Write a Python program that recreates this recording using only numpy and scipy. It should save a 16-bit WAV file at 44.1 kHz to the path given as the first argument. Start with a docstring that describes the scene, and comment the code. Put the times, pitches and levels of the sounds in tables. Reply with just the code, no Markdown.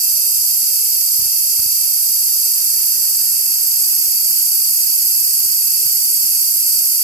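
"""A loud, raspy cicada buzz fills the ears from the start: the insect clings to a window, close to a phone in a small room.
Its two tymbals buckle in turn, rib by rib, and each click rings on in the window recess; a clean body ring pulses on top.
Thin steady whines sit in the buzz, which changes colour as the phone moves closer.
Faint room noise, a low rumble and a hiss made of filtered noise, lies beneath.
A few soft low thumps, short sums of dying sines with a scuff of noise, sound over it."""
import sys
import numpy as np
from scipy.fft import rfft, irfft, next_fast_len
from scipy.io import wavfile
from scipy.ndimage import uniform_filter1d, minimum_filter1d

SR = 44100
rng = np.random.default_rng(int(sys.argv[2]) if len(sys.argv) > 2 else 0)


def wrap_up_sound(samples):
    """Save the sound to the file named by the first command line argument, as 16-bit audio."""
    columns = np.atleast_2d(samples).T
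    # keep every value between -1 and 1, then stretch to whole-number steps
    tamed = np.clip(columns, -1, 1)
    steps = np.round(tamed * 32767).astype(np.int16)
    wavfile.write(sys.argv[1], SR, steps)


N = 310023
TIME = np.arange(N) / SR

# In every table and setting a width is the standard deviation of a bell-shaped bump.

# how fast the pattern of tymbal clicks repeats: (time [s], rate [cycles/s])
CLICK_CYCLES = [(0, 15.61), (1.2, 15.645), (2.8, 15.68), (3.5, 15.83), (7, 15.85)]
# pulsing of the body: (time [s], rate [strokes/s])
BODY_STROKES = [(0, 31.54), (.8, 32.3), (2.6, 32.49), (3.6, 31.62), (5.6, 32.24), (7, 32.06)]
# overall colour of the song: (frequency [Hz], left [dB], right [dB])
SONG_COLOUR = [(2050.0, -40.2, -35.8), (2300.0, -24.5, -23.9), (2750.0, -30.5, -31.4),
               (3300.0, -39.7, -28.9), (4100.0, -33.2, -32.2), (4400.0, -20.1, -10.7),
               (4750.0, -10.6, -4.3), (5300.0, -12.1, -8.6), (6800.0, -12.6, -14.9), (7700.0, -9.1, -10.4),
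               (8200.0, -4.1, -9.9), (8700.0, -16.4, -15.1), (9350.0, -17.4, -17.3), (10000.0, -8.8, -6.3),
               (11300.0, -6.3, -3.1), (12500.0, -4.0, -0.3), (13000.0, -8.6, -8.4), (13500.0, -8.4, 0.1),
               (14250.0, -12.6, -9.3)]
# resonances and gaps heard from farther back: (centre [Hz], width [Hz], left [dB], right [dB])
FAR_RESONANCES = [(2304, 24, 5.0, 4.1), (2476, 50, -5.2, -5.1), (2606, 24, 2.0, 5.9), (2735, 24, 9.2, 11.0),
                  (2864, 75, -3.0, -3.1), (3122, 24, 4.8, 4.7), (3273, 24, -5.2, -1.8),
                  (3531, 120, -3.3, -1.6), (3811, 75, 5.5, 7.1), (4070, 50, -7.4, -2.8),
                  (4199, 50, 4.9, -14.2), (4371, 34, -6.3, 3.8), (4608, 24, 1.8, 6.1),
                  (5512, 24, -5.4, -2.2), (5922, 24, 2.3, 5.3), (6137, 24, 5.4, 2.9),
                  (6718, 34, -5.9, -3.2), (6826, 34, 1.9, 6.7), (7364, 120, 0.3, -3.2),
                  (7666, 24, 5.2, 3.7), (8010, 24, -6.9, -5.1), (8118, 34, 8.2, -0.4),
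                  (8936, 24, -4.5, -5.7), (9044, 24, 5.4, 2.6), (9259, 24, -6.1, -5.4),
                  (9432, 34, 6.0, 4.0), (10271, 50, 4.6, 2.9), (10508, 34, -5.7, -4.1),
                  (10960, 24, -1.8, -6.1), (11240, 24, -0.1, 7.0), (11628, 24, -5.6, -1.3),
                  (11929, 34, 3.3, -5.3), (12123, 34, -4.4, -1.5), (12209, 24, 0.7, -5.8),
                  (12468, 34, 1.0, 6.8), (12769, 24, 0.0, -6.8), (12855, 34, -2.7, 4.3),
                  (13157, 24, 0.7, -6.2), (13264, 24, -0.1, 8.9), (13437, 34, -5.0, 2.1),
                  (13501, 24, -1.3, -6.8), (13738, 24, 0.8, 6.3), (13824, 24, -3.8, -7.0),
                  (13910, 24, 0.8, 7.0), (13997, 34, -3.6, -4.0), (14126, 24, 1.6, 7.4)]
# resonances and gaps heard near the pane: (centre [Hz], width [Hz], left [dB], right [dB])
NEAR_RESONANCES = [(2347, 24, 7.4, 7.2), (2541, 34, -9.6, -9.0), (2756, 50, 5.2, 6.0),
                   (2929, 34, -5.2, -8.4), (3058, 34, 7.3, -0.7), (3295, 24, -4.8, -3.7),
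                   (3919, 75, 5.5, 7.1), (4177, 24, -18.2, -16.9), (4328, 50, 5.0, 4.6),
                   (4544, 24, -3.7, -6.5), (4673, 24, -4.1, 5.0), (4780, 24, 5.6, 4.2),
                   (5082, 34, -2.2, -5.7), (5577, 24, 1.2, 6.9), (5857, 24, -3.9, -4.9),
                   (6503, 24, 5.3, 3.8), (6718, 34, -9.1, -6.0), (6891, 75, 3.1, 3.6),
                   (7106, 24, -5.4, -4.6), (7752, 24, -0.6, 6.5), (8032, 24, -7.8, -3.5),
                   (8204, 34, 7.4, 4.5), (8333, 24, -6.0, -2.9), (8398, 24, 4.4, 5.9), (8656, 24, 3.5, 5.0),
                   (9152, 50, 1.9, 4.7), (9819, 34, -4.9, -3.5), (9991, 50, 3.5, 2.9),
                   (10336, 24, 5.4, 4.4), (10573, 75, -2.4, -3.5), (10745, 24, 5.5, 4.7),
                   (10896, 34, 8.8, 7.2), (11047, 50, -5.0, -6.2), (11283, 50, 5.9, 8.4),
                   (11714, 34, 7.3, 11.7), (11972, 250, -1.9, -5.3), (12016, 34, 5.6, 5.7),
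                   (12360, 50, -3.4, 4.1), (12597, 34, 9.0, 8.0), (12898, 24, -6.1, -0.4),
                   (13006, 24, 7.4, 1.9), (13415, 24, 5.8, 9.1), (13523, 24, -2.8, -7.6),
                   (13609, 24, 5.5, 3.7), (13910, 34, 4.0, 3.8), (14083, 34, -2.2, -5.1)]
# gaps and weak resonances at the low edge of the buzz, alike at both spots: (centre [Hz], width [Hz], level [dB])
LOW_EDGE_RESONANCES = [(2030, 30, 5), (2170, 28, -8), (2520, 35, -6), (2645, 40, -3), (2900, 45, -6),
                       (3060, 35, 1.5), (3370, 50, -3), (3700, 45, -5), (4060, 55, -5), (4450, 110, -2),
                       (5150, 220, -1.5), (6150, 200, 1)]
# the phone's move toward the pane: (time [s], nearness [0-1])
PHONE_MOVE = [(2.7, 0), (3.9, 1)]
# gain of the band around one sizzling resonance: (time [s], level [dB])
SIZZLE_LEVEL = [(0, 0), (1.2, -2), (2.4, 3), (3.05, -2), (3.7, -0.5), (4.4, -0.5), (5.3, -3.5), (7, 0)]
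# bands that swell with the strokes; depth is the swing either way:
# (centre [Hz], width [Hz], depth from afar [dB], depth close by [dB], loudest point [strokes])
BAND_SWELLS = [(2300, 120, 4.5, 3.5, .45), (4700, 300, -0.5, 0.5, 0.31), (5940, 160, -0.3, 2.3, 0.93),
               (6950, 390, 1.7, 2.5, 0.39), (8680, 270, 0.5, 3, 0.92), (11400, 390, 0.7, 1.6, 0.97),
               (12500, 280, 0.4, 2.5, 0.28), (13420, 590, 3, 2, 0.37)]
# phase shift between the microphones from reflections: (frequency [Hz], lead of the left [rad])
PHASE_SKEW = [(2300, -1.1), (2650, -1.5), (3900, -.7), (4400, 1.3), (4670, 2.6), (4850, .8), (5500, 1.2),
              (6000, -2.4), (6300, -.7), (7300, -3.2), (7850, 1.3), (8200, -.6), (8650, 1.6), (10000, 2.7),
              (10300, 0), (11050, 1), (11250, -2), (11700, -1.6), (12150, -3.4), (12550, -1.6),
              (12750, -1.6), (13050, -.3), (13300, -2.3), (13600, -.8), (14100, .9)]
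# steady tones that the song sustains; waver and flutter are rms:
# (pitch [Hz], waver [Hz], flutter [dB], left [dB], right [dB])
SUSTAINED_TONES = [(2645, 4, 2.5, -54, -50), (4668, 6.5, 1, -41.5, -34), (4820, 8, 1, -42.5, -38)]
# room noise shared by both microphones: (frequency [Hz], relative level [dB])
AIR_SHARED = [(12, -47), (20, -18), (27, -38), (38, -2.5), (59, 3.5), (90, -6), (118, 0.5), (146, -8.5),
              (206, -7.5), (240, -7.5), (529, -20), (890, -6), (2000, -2.5), (2600, -60), (4400, -120)]
# room noise opposed between the microphones: (frequency [Hz], relative level [dB])
AIR_OPPOSED = [(25, -30), (60, -12), (125, -38), (250, -4.5), (500, 5.5), (900, 4.5), (1900, 2.5),
               (2600, -68), (4400, -120)]
# lean of the room noise to one side: (frequency [Hz], left minus right [dB])
AIR_BALANCE = [(120, -0.5), (450, 2), (1000, -5.5), (1800, -8.5)]
# soft thumps, two flurries and two single ones: (time [s], relative level [dB])
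THUMP_HITS = [(1.192, -35), (1.222, -41), (1.254, -40), (1.323, -50), (1.593, -35), (1.625, -41),
              (1.658, -38.5), (1.727, -46.5), (5.457, -37), (5.858, -37)]
# what a thump rings with: (frequency [Hz], average level [dB], time to fall 60 dB [s])
THUMP_MODES = [(61.6, -12, 0.077), (107, 5, 0.046), (192, 4.5, 0.021), (305, -2.5, 0.028)]

# middle pitch of the body's ring from afar and near the pane
RING_FAR_HZ, RING_NEAR_HZ = 8115, 8195
# gain of the song at the start and its very slow fade
SONG_DB, DRIFT_DB_PER_S = -12.5, -0.0047
# the song reaches the left microphone this much later than the right
LEFT_LAG_S = .000612
SIZZLE_HZ, SIZZLE_WIDTH_HZ = 11248, 50
# gain of the hiss and its one slow swell
HISS_DB, SWELL_AT_S, SWELL_WIDTH_S, SWELL_DB = -57, 3.1, 0.54, 4
# the phone holds the loudest peaks to this level, then keeps only what lies below its band limit
CEILING_DB, TOP_HZ = -1.5, 14280


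def amp(db):
    """Decibels to gain."""
    return 10 ** (np.asarray(db) / 20)


def unit(x):
    """x at rms 1."""
    return x / np.sqrt(np.mean(x ** 2) + 1e-20)


def curve(rows):
    """(time [s], value) rows as one value per sample."""
    return np.interp(TIME, *np.transpose(rows))


def along(points, hz):
    """Each column of (frequency [Hz], ..) points read on a log axis."""
    f, *cols = np.transpose(points)
    return np.array([np.interp(np.log(hz + 1), np.log(f + 1), c) for c in cols])


def bell(x, centre, width):
    """A smooth bump of height 1."""
    return np.exp(-.5 * ((x - centre) / width) ** 2)


def filtered(x, response):
    """x shaped by a complex response of frequency."""
    size = next_fast_len(N + SR // 2)
    hz = np.fft.rfftfreq(size, 1 / SR)
    return irfft(rfft(x, size) * response(hz), size)[..., :N]


def noise():
    """Plain white noise for the whole scene."""
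    return rng.standard_normal(N)


def clicks(times, sizes):
    """Impulses placed between samples by a windowed sinc."""
    at = times[:, None] * SR
    taps = np.floor(at).astype(int) + np.arange(-7, 9)
    shape = np.sinc(taps - at) * np.cos(np.pi * (taps - at) / 16) ** 2
    return np.bincount(np.clip(taps, 0, N).ravel(), (sizes[:, None] * shape).ravel(), N + 1)[:N]


def tymbals(count, uneven, sway, rib_s, rib_db, jitter_s, scatter_db, rasp):
    """The tymbals click in turn, three ribs at a time, in a rhythm that hurries and drags once in every cycle."""
    cycle = np.cumsum(curve(CLICK_CYCLES)) / SR
    even = np.arange(count) / count
    # sway and unevenness are in steps between clicks
    shift = sway * np.sin(2 * np.pi * even) + uneven * rng.standard_normal(count)
    place = even + shift / count
    positions = np.arange(int(cycle[-1]) + 1)[:, None] + place
    starts = np.interp(positions.ravel(), cycle, TIME, right=-1)
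    rib = np.arange(3)
    slip, strength = rng.standard_normal((2, len(starts), len(rib)))
    times = starts[:, None] + rib_s * rib + jitter_s * slip
    sizes = amp(rib_db * rib + scatter_db * strength)
    snaps = clicks(times[times > 0], sizes[times > 0])
    # the membrane crackles briefly with every rib
    crackle = np.sqrt(np.abs(uniform_filter1d(snaps ** 2, size=12))) * noise()
    return unit(snaps) + rasp * unit(crackle)


def tail(t60, channels):
    """Dying noise of energy 1 in each channel, falling 60 dB in t60 seconds."""
    t = np.arange(SR // 2) / SR
    h = rng.standard_normal((channels, len(t))) * amp(-60 * t / t60)
    return h / np.linalg.norm(h, axis=1, keepdims=True)


def lags(hz):
    """The delay between the two microphones, as a phase slope for each."""
    return np.exp(2j * np.pi * hz * LEFT_LAG_S * [[-.5], [.5]])


def recess(song, direct, frame_t60, room_t60, ripple, apart):
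    """The direct path and the window frame feed both microphones alike; the walls reach each by its own paths."""
    shared, own = tail(frame_t60, channels=1), tail(room_t60, channels=2)

    def response(hz):
        size = 2 * len(hz) - 2
        paths = (direct + rfft(shared + apart * own, size)) * lags(hz)
        # the many paths spread each click in time and colour it only lightly
        return paths / np.abs(paths) ** (1 - ripple)
    return filtered(song, response)


def levelled(x):
    """x with its broad colour evened out and its fine lines kept."""
    spectrum = rfft(x)
    broad_power = uniform_filter1d(np.abs(spectrum) ** 2, size=280)
    return irfft(spectrum / np.sqrt(np.abs(broad_power) + 1e-9), N)


def cicada():
    """Rib clicks, spread by the window recess and the room, with an even broad colour."""
    ribs = tymbals(count=26, uneven=.05, sway=.1, rib_s=.00081, rib_db=-6,
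                   jitter_s=.000011, scatter_db=.3, rasp=.5)
    return levelled(recess(ribs, direct=1.2, frame_t60=0.035, room_t60=0.19, ripple=0.25, apart=2.05))


def heard_at(sound, resonances, comb_delay_s, comb_gain):
    """The colour at one spot from its resonances; a comb of fine peaks about 200 Hz apart runs through the buzz
    and fades in the top treble."""
    def response(hz):
        grid = np.linspace(0, SR / 2, 4096)
        db = along(SONG_COLOUR, grid)
        for centre, width, left, right in resonances:
            db = db + np.outer([left, right], bell(grid, centre, width))
        for centre, width, level in LOW_EDGE_RESONANCES:
            db = db + level * bell(grid, centre, width)
        colour = np.array([np.interp(hz, grid, gain) for gain in amp(db)])
        low_cut = 1 - 1 / (1 + (hz / 1950) ** 16)
        comb = comb_gain / (1 + (hz / 9000) ** 8) * np.exp(-2j * np.pi * hz * comb_delay_s)
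        return colour * low_cut * (1 + comb)
    return unit(filtered(sound, response))


def whistle(stroke, ring_hz, point, rise_hz):
    """One clean, slightly rising ring of the body on every stroke, each starting at a new phase."""
    turn = stroke - point + .5
    start = rng.uniform(0, 2 * np.pi, N // 100)[np.floor(turn).astype(int)]
    pitch = ring_hz + rise_hz * (turn % 1 - .5)
    swell = np.sin(np.pi * turn) ** 2
    return unit(swell * np.sin(2 * np.pi * np.cumsum(pitch) / SR + start))


def pumped(song, nearness, ring_db):
    """Bands swell at their own points of every stroke; the body's ring sounds cleanly in a band thinned for it."""
    stroke = np.cumsum(curve(BODY_STROKES)) / SR
    out = song
    for centre, width, far_db, near_db, point in BAND_SWELLS:
        band = filtered(song, lambda hz: bell(hz, centre, width))
        depth_db = far_db + (near_db - far_db) * nearness
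        swing_db = depth_db * np.cos(2 * np.pi * (stroke - point))
        out = out + band * (unit(amp(swing_db)) - 1)
    ring_hz = RING_FAR_HZ + (RING_NEAR_HZ - RING_FAR_HZ) * nearness
    out = filtered(out, lambda hz: 1 - .45 * bell(hz, RING_NEAR_HZ, 130))
    ring = filtered(whistle(stroke, ring_hz, point=.95, rise_hz=260), lags)
    # the ring leans to the left
    return out + amp(ring_db + np.array([[2], [-2]])) * ring


def buzz():
    """The song as the phone travels: the colours of two spots cross-fade while one resonance sizzles up and down."""
    nearness = np.clip(curve(PHONE_MOVE), 0, 1)
    sound = cicada()
    far = heard_at(sound, FAR_RESONANCES, comb_delay_s=.004956, comb_gain=.4)
    near = heard_at(sound, NEAR_RESONANCES, comb_delay_s=.0049, comb_gain=.4)
    blend = (1 - nearness) * far + nearness * near
    sizzle = filtered(blend, lambda hz: bell(hz, SIZZLE_HZ, SIZZLE_WIDTH_HZ))
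    song = unit(blend + (amp(curve(SIZZLE_LEVEL)) - 1) * sizzle)
    return amp(SONG_DB + DRIFT_DB_PER_S * TIME) * pumped(song, nearness, ring_db=-18.3)


def skewed(song):
    """Reflections turn the phase of the two microphones apart, differently at each frequency."""
    return filtered(song, lambda hz: np.exp(1j * along(PHASE_SKEW, hz) * [[.5], [-.5]]))


def whine(pitch_hz, waver_hz, flutter_db, left_db, right_db):
    """A thin tone that wavers in pitch and swells and fades at random, steered by slow noise."""
    waver = unit(filtered(noise(), lambda hz: bell(hz, 0, 12)))
    swell = unit(filtered(noise(), lambda hz: bell(hz, 0, 5)))
    tone = np.sin(2 * np.pi * np.cumsum(pitch_hz + waver_hz * waver) / SR)
    return amp([[left_db], [right_db]]) * unit(tone * amp(flutter_db * swell))


def air(side_db, rumble_db):
    """Filtered noise, partly shared and partly opposed: a steady low rumble under a faint hiss that swells once."""
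    mid = unit(filtered(noise(), lambda hz: amp(along(AIR_SHARED, hz))))
    side = amp(side_db) * unit(filtered(noise(), lambda hz: amp(along(AIR_OPPOSED, hz))))
    pair = np.vstack([mid + side, mid - side])
    pair = filtered(pair, lambda hz: amp(along(AIR_BALANCE, hz) * [[.5], [-.5]]))
    rumble = filtered(pair, lambda hz: bell(hz, 0, 350))
    hiss = pair - rumble
    hiss_db = HISS_DB + SWELL_DB * bell(TIME, SWELL_AT_S, SWELL_WIDTH_S)
    return amp(rumble_db) * rumble + amp(hiss_db) * hiss


def thumps(attack_s, level_db, low_hz, high_hz, scuff_db, scuff_t60, scuff_hz):
    """Dull blows whose few low modes die within a few cycles, each with a faint scuff of contact."""
    thud, touch = np.zeros(N + SR), np.zeros(N + SR)
    t = np.arange(SR // 4) / SR
    attack = 1 - np.exp(-t / attack_s)
    for s, db in THUMP_HITS:
        ring = 0
        for hz, level, t60 in THUMP_MODES:
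            # every blow strikes the modes a little differently
            fade = amp(level + rng.normal(0, 1.5) - 60 * t / t60)
            ring = ring + fade * np.sin(2 * np.pi * hz * t)
        start = round(s * SR)
        thud[start:][:len(t)] += amp(db + level_db) * ring * attack
        touch[start:][:len(t)] += amp(db + scuff_db - 60 * t / scuff_t60)
    scuff = touch[:N] * unit(filtered(noise(), lambda hz: bell(hz, scuff_hz, 450)))
    dull = filtered(thud[:N], lambda hz: 1j * hz / (1j * hz + low_hz) / (1 + (hz / high_hz) ** 4))
    return scuff + dull


def scene():
    """The cicada with its sustained tones, room noise and thumps, in two channels."""
    song = skewed(buzz())
    whines = sum(whine(*tone) for tone in SUSTAINED_TONES)
    floor = air(side_db=-0.5, rumble_db=-53.0)
    knocks = thumps(attack_s=0.0015, level_db=2.0, low_hz=40, high_hz=373,
                    scuff_db=-13, scuff_t60=0.1, scuff_hz=1380)
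    return song + whines + floor + knocks


def record(dry):
    """The phone turns down briefly for the loudest peaks and keeps nothing above its band limit."""
    peak = np.abs(dry).max(axis=0)
    needed = np.minimum(1, amp(CEILING_DB) / (peak + 1e-9))
    # hold the gain down around each peak, then smooth it twice
    gain = uniform_filter1d(minimum_filter1d(needed, size=81), size=41)
    gain = uniform_filter1d(gain, size=41)
    return filtered(dry * gain, lambda hz: hz < TOP_HZ)


dry = scene()
out = record(dry)
wrap_up_sound(out)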